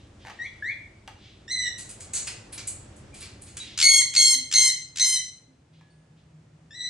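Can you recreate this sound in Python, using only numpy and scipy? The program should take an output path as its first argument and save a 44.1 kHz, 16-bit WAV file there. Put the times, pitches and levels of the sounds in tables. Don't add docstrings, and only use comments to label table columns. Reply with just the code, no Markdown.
import sys
import numpy as np
from scipy import signal
from scipy.fft import rfft, irfft
from scipy.io import wavfile
from scipy.ndimage import uniform_filter1d, map_coordinates

SR = 44100
rng = np.random.default_rng(int(sys.argv[2]) if len(sys.argv) > 2 else 0)


def dump_mix(stems):
    frames = np.atleast_2d(stems).T
    limited = np.clip(frames, -1, 1)
    pcm = np.round(limited * 32767).astype(np.int16)
    wavfile.write(sys.argv[1], SR, pcm)


N = 303849
TIME = np.arange(N) / SR

# start_s, length_s, first_hz, top_hz, bend_exponent, level_db
CHIRPS = [(0.389, .092, 1877, 2310, 2.5, -30), (0.623, 0.11, 1684, 2362, 1.2, -23.5)]
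# start_s, length_s, pitch_hz, sag_hz_per_s, scoop_s, swell_s,
# fundamental_db, octave_db, upper_db
NASALS = [(1.478, .215, 2091, 600, 0.037, 0.038, -26, -22, -41),
          (6.706, 0.248, 1998, 8, 0.049, .11, -34.5, -23.5, -50)]
# start_s, length_s, pitch_hz, sag_hz_per_s, fundamental_db, octave_db, upper_db,
# flutter_decay_s, doubling_onset_s, doubling_loss_db, lead_in_s, creak_db
SQUAWKS = [(3.824, 0.2, 2224, 330.3, -19, -14.5, -19.5, 0.041, 0.065, 3, 0.044, -11.5),
           (4.162, 0.19, 2205, 463, -23.5, -13.5, -21, 0.05, 0.0067, 5, .025, -16),
           (4.536, .166, 2154, 397.5, -23.5, -16.5, -21, .08, 0.021, 1.5, .025, -15.5),
           (4.995, 0.18, 2103, 207.4, -26.5, -19.5, -23.5, 0.0508, 0.019, 7, .0375, -21)]
# pitch_multiple, level_db
SOFT_PARTIALS = [(1, -5.5), (1.5, 2), (2, -6.5), (2.5, -4), (3, 6.5), (3.5, -20.5), (4, 2), (5, -20.5)]
HARSH_PARTIALS = [(.5, -30), (1, -4), (1.5, -5.5), (2, 2.5), (2.5, -8), (3, 3), (3.5, -4), (4, -3.5),
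                  (4.5, -5.5), (5, -12), (5.5, -21.5)]
# frequency_hz, level_db
BREATH_SPECTRUM = [(700, -25.5), (1500, -9), (2600, -4), (4200, 1.5), (7500, 0.5), (10000, -11),
                   (12000, -20)]
def cockatoo(hiss_db=-34, soft_hiss_db=-7, creak_db=-1.5):
    gestures = [chirp(*row) for row in CHIRPS] + [nasal(*row) for row in NASALS]
    soft, soft_hiss = sum(syrinx(g, SOFT_PARTIALS, quickening_per_s=.3) for g in gestures)
    harsh, harsh_hiss = sum(syrinx(squawk(*row[:-2]), HARSH_PARTIALS, quickening_per_s=2.2, flutter_hz=98)
                            for row in SQUAWKS)
    hiss = from_db(hiss_db) * (harsh_hiss + from_db(soft_hiss_db) * soft_hiss)
    lead_in = sum(creaks(start, lead_s, db) for start, *_, lead_s, db in SQUAWKS)
    return soft + harsh + noise(BREATH_SPECTRUM) * (hiss + from_db(creak_db) * lead_in)


def syrinx(gesture, partials, quickening_per_s, flutter_hz=95, dip=.08, throb=.35, shimmer_db=2.0):
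    start, end = gesture[0][0], gesture[-1][0]
    span = (TIME >= start) & (TIME < end + .04)
    t = TIME[span]
    pitch, flutter, doubling, *levels_db = in_time(gesture, t)
    flutter = np.clip(flutter, 0, 1)
    beats = np.cumsum(flutter_hz * (1 + quickening_per_s * (t - start) + .16 * drift(90, t))) / SR
    slack = ((1 + np.cos(2 * np.pi * beats)) / 2) ** 2 * (1 + .35 * drift(110, t))
    jitter = .0015 * drift(200, t) + .005 * flutter * drift(450, t)
    phase = 2 * np.pi * np.cumsum(pitch * (1 - dip * flutter * slack + jitter)) / SR
    envelope = gate(t, start, end, .003, .004) * (1 + throb * flutter * np.sin(2 * np.pi * beats))
    tone = 0
    for multiple, partial_db in partials:
        shares = np.array([np.interp(multiple, [1, 2, 3], row) for row in np.eye(3)])
        gain = from_db(shares @ np.array(levels_db) + partial_db + shimmer_db * drift(150, t))
        gain *= from_db(.55 * multiple * drift(22, t))
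        if multiple % 1:
            gain *= doubling * (1 - flutter * slack)
        tone = tone + gain * np.sin(multiple * phase)
    tone = np.sqrt(2) * tone * envelope
    effort = np.sqrt(uniform_filter1d(tone ** 2, size=128) + 1e-12)
    out = np.zeros((2, N))
    out[:, span] = tone, effort * (.5 + flutter)
    return out


def squawk(start, length, pitch_hz, sag, low_db, octave_db, upper_db, flutter_s, doubles_s, loss_db):
    t = np.linspace(0, length)
    flutter = .1 + np.exp(-t / flutter_s)
    drawn_db = loss_db * np.sin(np.pi * ramp(t, doubles_s, length - doubles_s))
    effort_db = -7 * (1 - ramp(t, 0, .025)) - drawn_db
    doubling = .85 * ramp(t, doubles_s, .035) * from_db(drawn_db) + .035
    levels_db = np.array([low_db, octave_db, upper_db])[:, None] + effort_db
    levels_db -= np.outer([0, 45, 4], t)
    return slacken(start, t, pitch_hz - sag * t, flutter, doubling, *levels_db)


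def creaks(start, lead_s, db, gap_s=.0125, creak_s=.0036, swell_db=6.5):
    beats = max(round(lead_s / gap_s), 1)
    times = start - gap_s * np.arange(beats + 1) + rng.normal(0, creak_s / 6, beats + 1)
    return sum(from_db(db - swell_db * (k / beats) ** 3) * gate(TIME, s, s + creak_s, creak_s, creak_s)
               for k, s in enumerate(times))


def chirp(start, length, first_hz, top_hz, bend, db, octave_db=-58, upper_db=-80.5):
    t = np.linspace(0, length)
    rise = ramp(t, 0, length - SLACKEN_S)
    pitch = first_hz + (top_hz - first_hz) * rise ** bend
    flutter = .08 + .58 * rise
    doubling = .62 * ramp(t, length - SLACKEN_S, .005)
    opening_db = 17.5 * np.sin(2.9 * rise)
    return slacken(start, t, pitch, flutter, doubling, db, octave_db + opening_db, upper_db + opening_db)


def nasal(start, length, pitch_hz, sag, scoop_s, swell_s, low_db, octave_db, upper_db, hoarse_s=.087):
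    t = np.linspace(0, length)
    flat = 1 - ramp(t, 0, scoop_s) ** 1.5
    pitch = (pitch_hz - sag * t) * (1 - .12 * flat)
    soft_db = 19.5 * (1 - ramp(t, 0, swell_s) ** 2)
    hoarse = flat + ramp(t, length - hoarse_s, hoarse_s)
    flutter, doubling = .351 + .328 * hoarse, .091 * hoarse
    return slacken(start, t, pitch, flutter, doubling,
                   low_db - .56 * soft_db, octave_db - soft_db, upper_db - .55 * soft_db)


SLACKEN_S = .022
def slacken(start, t, pitch, flutter, doubling, *levels_db):
    slack = ramp(t, t[-1] - SLACKEN_S, SLACKEN_S)
    return np.transpose([start + t, pitch * (1 - .021 * slack), flutter + .68 * slack, doubling,
                         *(db - 7.5 * slack for db in levels_db)])


# start_s, hiss_db, body_db, decay_s, centre_hz
SCRAPES = [(1.778, -39.5, -50.5, 0.031, 7860), (1.889, -37, -48.5, 0.014, 8300),
           (1.998, -44.5, -54.5, 0.029, 7760), (2.132, -27.5, -42, 0.035, 7970),
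           (2.154, -31, -47.5, 0.022, 7140), (2.269, -28.5, -30.5, 0.0063, 7900),
           (2.521, -40, -48.5, 0.031, 9840), (2.574, -40.5, -40.5, 0.011, 6700),
           (2.671, -28.5, -49, 0.013, 8600), (2.958, -54.5, -86, 0.012, 8500),
           (3.137, -49.5, -54.5, 0.055, 8200), (3.201, -42.5, -50.5, 0.019, 8850),
           (3.215, -60.5, -50, 0.043, 7450), (3.413, -46, -61.5, 0.015, 9100),
           (3.458, -52.5, -58.5, 0.049, 8200), (3.565, -40, -45, 0.014, 8060)]
# frequency_hz, bandwidth_hz, level_db
WIRE_MODES = [(4300, 200, 0.5), (6333, 180, -8.5), (6820, 50, -2), (7950, 220, -4), (9920, 980, -6.5)]
# frequency_hz, level_db
BODY_SPECTRUM = [(400, -15.5), (1200, -5), (2400, 3.5), (3300, 0), (4500, 4.5), (6500, -4), (10000, -16)]
def claws(width_hz=3000, top_hz=10600, grain_db=3.5, rise_s=.0051, ringing_db=2):
    out, body = np.zeros(N), noise(BODY_SPECTRUM)
    hardest_db = max(row[1] for row in SCRAPES)
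    for start, hiss_db, body_db, decay_s, hz in SCRAPES:
        span = slice(int(start * SR), int(start * SR) + SR // 5)
        t = TIME[span]
        band = signal.butter(2, [hz - width_hz / 2, hz + width_hz / 2], "band", fs=SR, output="sos")
        friction = signal.sosfilt(band, rng.standard_normal(len(t)))
        wires = sum(from_db(db) * signal.lfilter(*signal.iirpeak(f, f / width, fs=SR), friction)
                    for f, width, db in WIRE_MODES)
        hiss = unit_rms(.5 * friction + from_db(ringing_db) * wires)
        rise = rise_s * from_db(.18 * (hardest_db - hiss_db))
        stroke = gate(t, start, start + rise, rise, decay_s) * from_db(grain_db * drift(550, t))
        out[span] += stroke * (from_db(hiss_db) * hiss + from_db(body_db) * body[span])
    return signal.sosfilt(signal.butter(8, top_hz, fs=SR, output="sos"), out)


# start_s, level_db
KNOCKS = [(0.25, -34.5), (0.262, -32), (0.27, -28), (0.283, -31.5), (0.299, -29), (0.305, -31),
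          (1.0771, -22.5), (2.581, -53), (2.59, -58), (5.811, -46)]
# frequency_hz, level_db
RATTLE_SPECTRUM = [(300, -21), (600, -9), (900, 9), (1450, -7.5), (1700, 2.5), (2700, -8), (3600, -18.5),
                   (6000, -16), (8500, -27), (11000, -54)]
def knocks(decay_s=.0032, click_db=9, rattle_db=-8):
    taps = np.zeros(N)
    taps[[round(s * SR) for s, db in KNOCKS]] = from_db([db for s, db in KNOCKS])
    click = signal.sosfilt(signal.butter(1, [500, 3200], "band", fs=SR, output="sos"), taps + 1e-18)
    rattle = sum(from_db(db) * gate(TIME, s, s + .00088, .0003, decay_s) for s, db in KNOCKS)
    return from_db(click_db) * click + from_db(rattle_db) * rattle * noise(RATTLE_SPECTRUM)


# start_s, frequency_hz, level_db, t60_s
BAR_MODES = [(3, 122, -46, 0.04), (3.128, 2370, -52.5, .2), (3.224, 2340, -45, .12),
             (3.598, 3880, -36, .07), (4.35, 262, -46.5, .25), (5.479, 265.2, -55, 0.16),
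             (5.8, 1692, -69.5, 1.4), (5.9, 4485, -68.5, 0.94), (5.9, 8840, -72.5, 0.73)]
def ringing_bars():
    out = np.zeros(N)
    for start, hz, db, t60 in BAR_MODES:
        envelope = gate(TIME, start, start + .018, .0047, t60 / np.log(1000))
        out += from_db(db) * envelope * np.sin(2 * np.pi * hz * (TIME - start))
    return out


# start_s, swell_s, decay_s, level_db
RUSTLES = [(-.02, 0.017, .04, -63), (.18, 0.036, 0.28, -61), (1.15, 0.11, 0.075, -57.5),
           (3.58, 0.053, .12, -48), (5.72, 0.018, 0.086, -69), (6.16, .015, .03, -70)]
# frequency_hz, level_db
RUSTLE_SPECTRUM = [(1200, -20.5), (2000, -2), (2900, 0.5), (3700, 2.5), (4500, -3.5), (6200, -9),
                   (8200, -21.5), (10000, -36.5)]
def feathers():
    envelope = sum(from_db(db) * gate(TIME, s, s + swell, swell, decay)
                   for s, swell, decay, db in RUSTLES)
    return noise(RUSTLE_SPECTRUM) * envelope


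# frequency_hz, t60_s
ROOM_T60 = [(300, .5), (1000, 0.4), (2200, 0.5), (4300, 0.45), (7000, .42), (11000, 0.22)]
def room(x, wet_db, side_db=-5.0, early_boost=.29, early_s=.02, left_lag_s=.000024):
    t = TIME[:SR]
    hz = np.arange(SR // 2 + 1.)
    mid, side = rng.standard_normal((2, SR))
    white = rfft(mid + from_db(side_db) * side * [[1], [-1]])
    centres, t60s = np.transpose(ROOM_T60)
    tail = sum(irfft(white * np.interp(hz, centres, share), SR) * from_db(-60 * t / t60)
               for share, t60 in zip(np.eye(len(t60s)), t60s))
    tail *= ramp(t, .002, .0034) * (1 + early_boost * np.exp(-t / early_s))
    tail /= np.sqrt(np.sum(tail ** 2) / 2)
    left, right = x + from_db(wet_db) * signal.fftconvolve(x[None], tail, axes=1)[:, :N]
    return np.array([map_coordinates(left, [np.arange(N) - left_lag_s * SR], order=3), right])


# time_s, rumble_db, air_db
AMBIENT_LEVELS = [(0.0, -51.5, -63.5), (0.46, -53, -61.5), (1.28, -53, -66), (2.13, -50, -56.5),
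                  (3.05, -48, -58.5), (5.47, -60, -71), (6.89, -55, -68)]
# frequency_hz, level_db
RUMBLE_EARLY = [(13, -40), (22, -13.5), (97, 2.5), (123, 0), (167, -10), (210, -4), (252, -14), (285, -7.5),
                (400, -14.5), (520, -51), (880, -120)]
RUMBLE_LATE = [(22, -21), (43, -18), (65, -3.5), (100, -0.5), (150, 3.5), (190, -7.5), (260, -8.5),
               (330, -8.5), (400, -15)]
DRONE_SPECTRUM = [(135, -24), (158, 3), (182, -32)]
AIR_SPECTRUM = [(200, -23), (330, 1), (500, 3.5), (1000, -4.5), (2000, -8), (4000, -14), (8000, -16),
                (10500, -24.5), (12000, -43.5)]
def background(crossfade_at_s=3.9, drone_start_s=5.68, drone_db=-59):
    rumble_db, air_db = in_time(AMBIENT_LEVELS)
    late = ramp(TIME, crossfade_at_s - .25, .5)
    rumble = np.sqrt(1 - late) * stereo_noise(RUMBLE_EARLY, side_db=-29.5)
    rumble += np.sqrt(late) * stereo_noise(RUMBLE_LATE, side_db=-24.5)
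    droning = ramp(TIME, drone_start_s, .1)
    drone = from_db(drone_db) * droning * noise(DRONE_SPECTRUM)
    air = from_db(air_db + 3.5) * stereo_noise(AIR_SPECTRUM, side_db=-2.5)
    return from_db(rumble_db - 1.09 * droning) * rumble + drone + air


def noise(spectrum):
    hz = np.arange(N // 2 + 1) * SR / N + 1e-3
    knots_hz, knots_db = np.transpose(spectrum)
    gain = from_db(np.interp(np.log(np.maximum(hz, 1)), np.log(knots_hz), knots_db))
    skirts = 1 / (1 + (knots_hz[0] / hz) ** 4) / (1 + (hz / knots_hz[-1]) ** 8)
    return unit_rms(irfft(rfft(rng.standard_normal(N)) * gain * skirts, N))


def stereo_noise(spectrum, side_db):
    side = from_db(side_db)
    return (noise(spectrum) + side * noise(spectrum) * [[1], [-1]]) / np.hypot(1, side)


def drift(knots_per_s, t):
    return map_coordinates(rng.standard_normal(8192), [(t - t[0]) * knots_per_s], order=2, mode="wrap")


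def ramp(t, start, length):
    return np.clip((t - start) / length, 0, 1)


def gate(t, start, end, rise_s, decay_s):
    return ramp(t, start, rise_s) * np.exp(-np.maximum(t - end, 0) / decay_s)


def in_time(rows, t=TIME):
    times, *columns = np.transpose(rows)
    return [np.interp(t, times, column) for column in columns]


def from_db(db):
    return 10 ** (np.asarray(db) / 20)


def unit_rms(x):
    return x / np.sqrt(np.mean(x ** 2) + 1e-20)


# time_s, left_minus_right_db
VOICE_BALANCE = [(.5, 3), (1.6, -1.5), (3.9, 1.5), (4.3, 0), (5.1, 1), (6.8, 2.5)]
def scene():
    voice = from_db(-2.73) * room(cockatoo(), wet_db=-3.5)
    balance = from_db(in_time(VOICE_BALANCE)[0] * [[.5], [-.5]])
    cage = room(claws() + feathers(), wet_db=1.0)
    cage += room(knocks(), wet_db=-2.0)
    cage += room(ringing_bars(), wet_db=-4.5)
    return voice * balance + cage + background()


def record(dry, cutoff_hz=11900):
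    return signal.sosfilt(signal.ellip(12, .2, 80, cutoff_hz, fs=SR, output="sos"), dry)


dry = scene()
out = record(dry)
dump_mix(out)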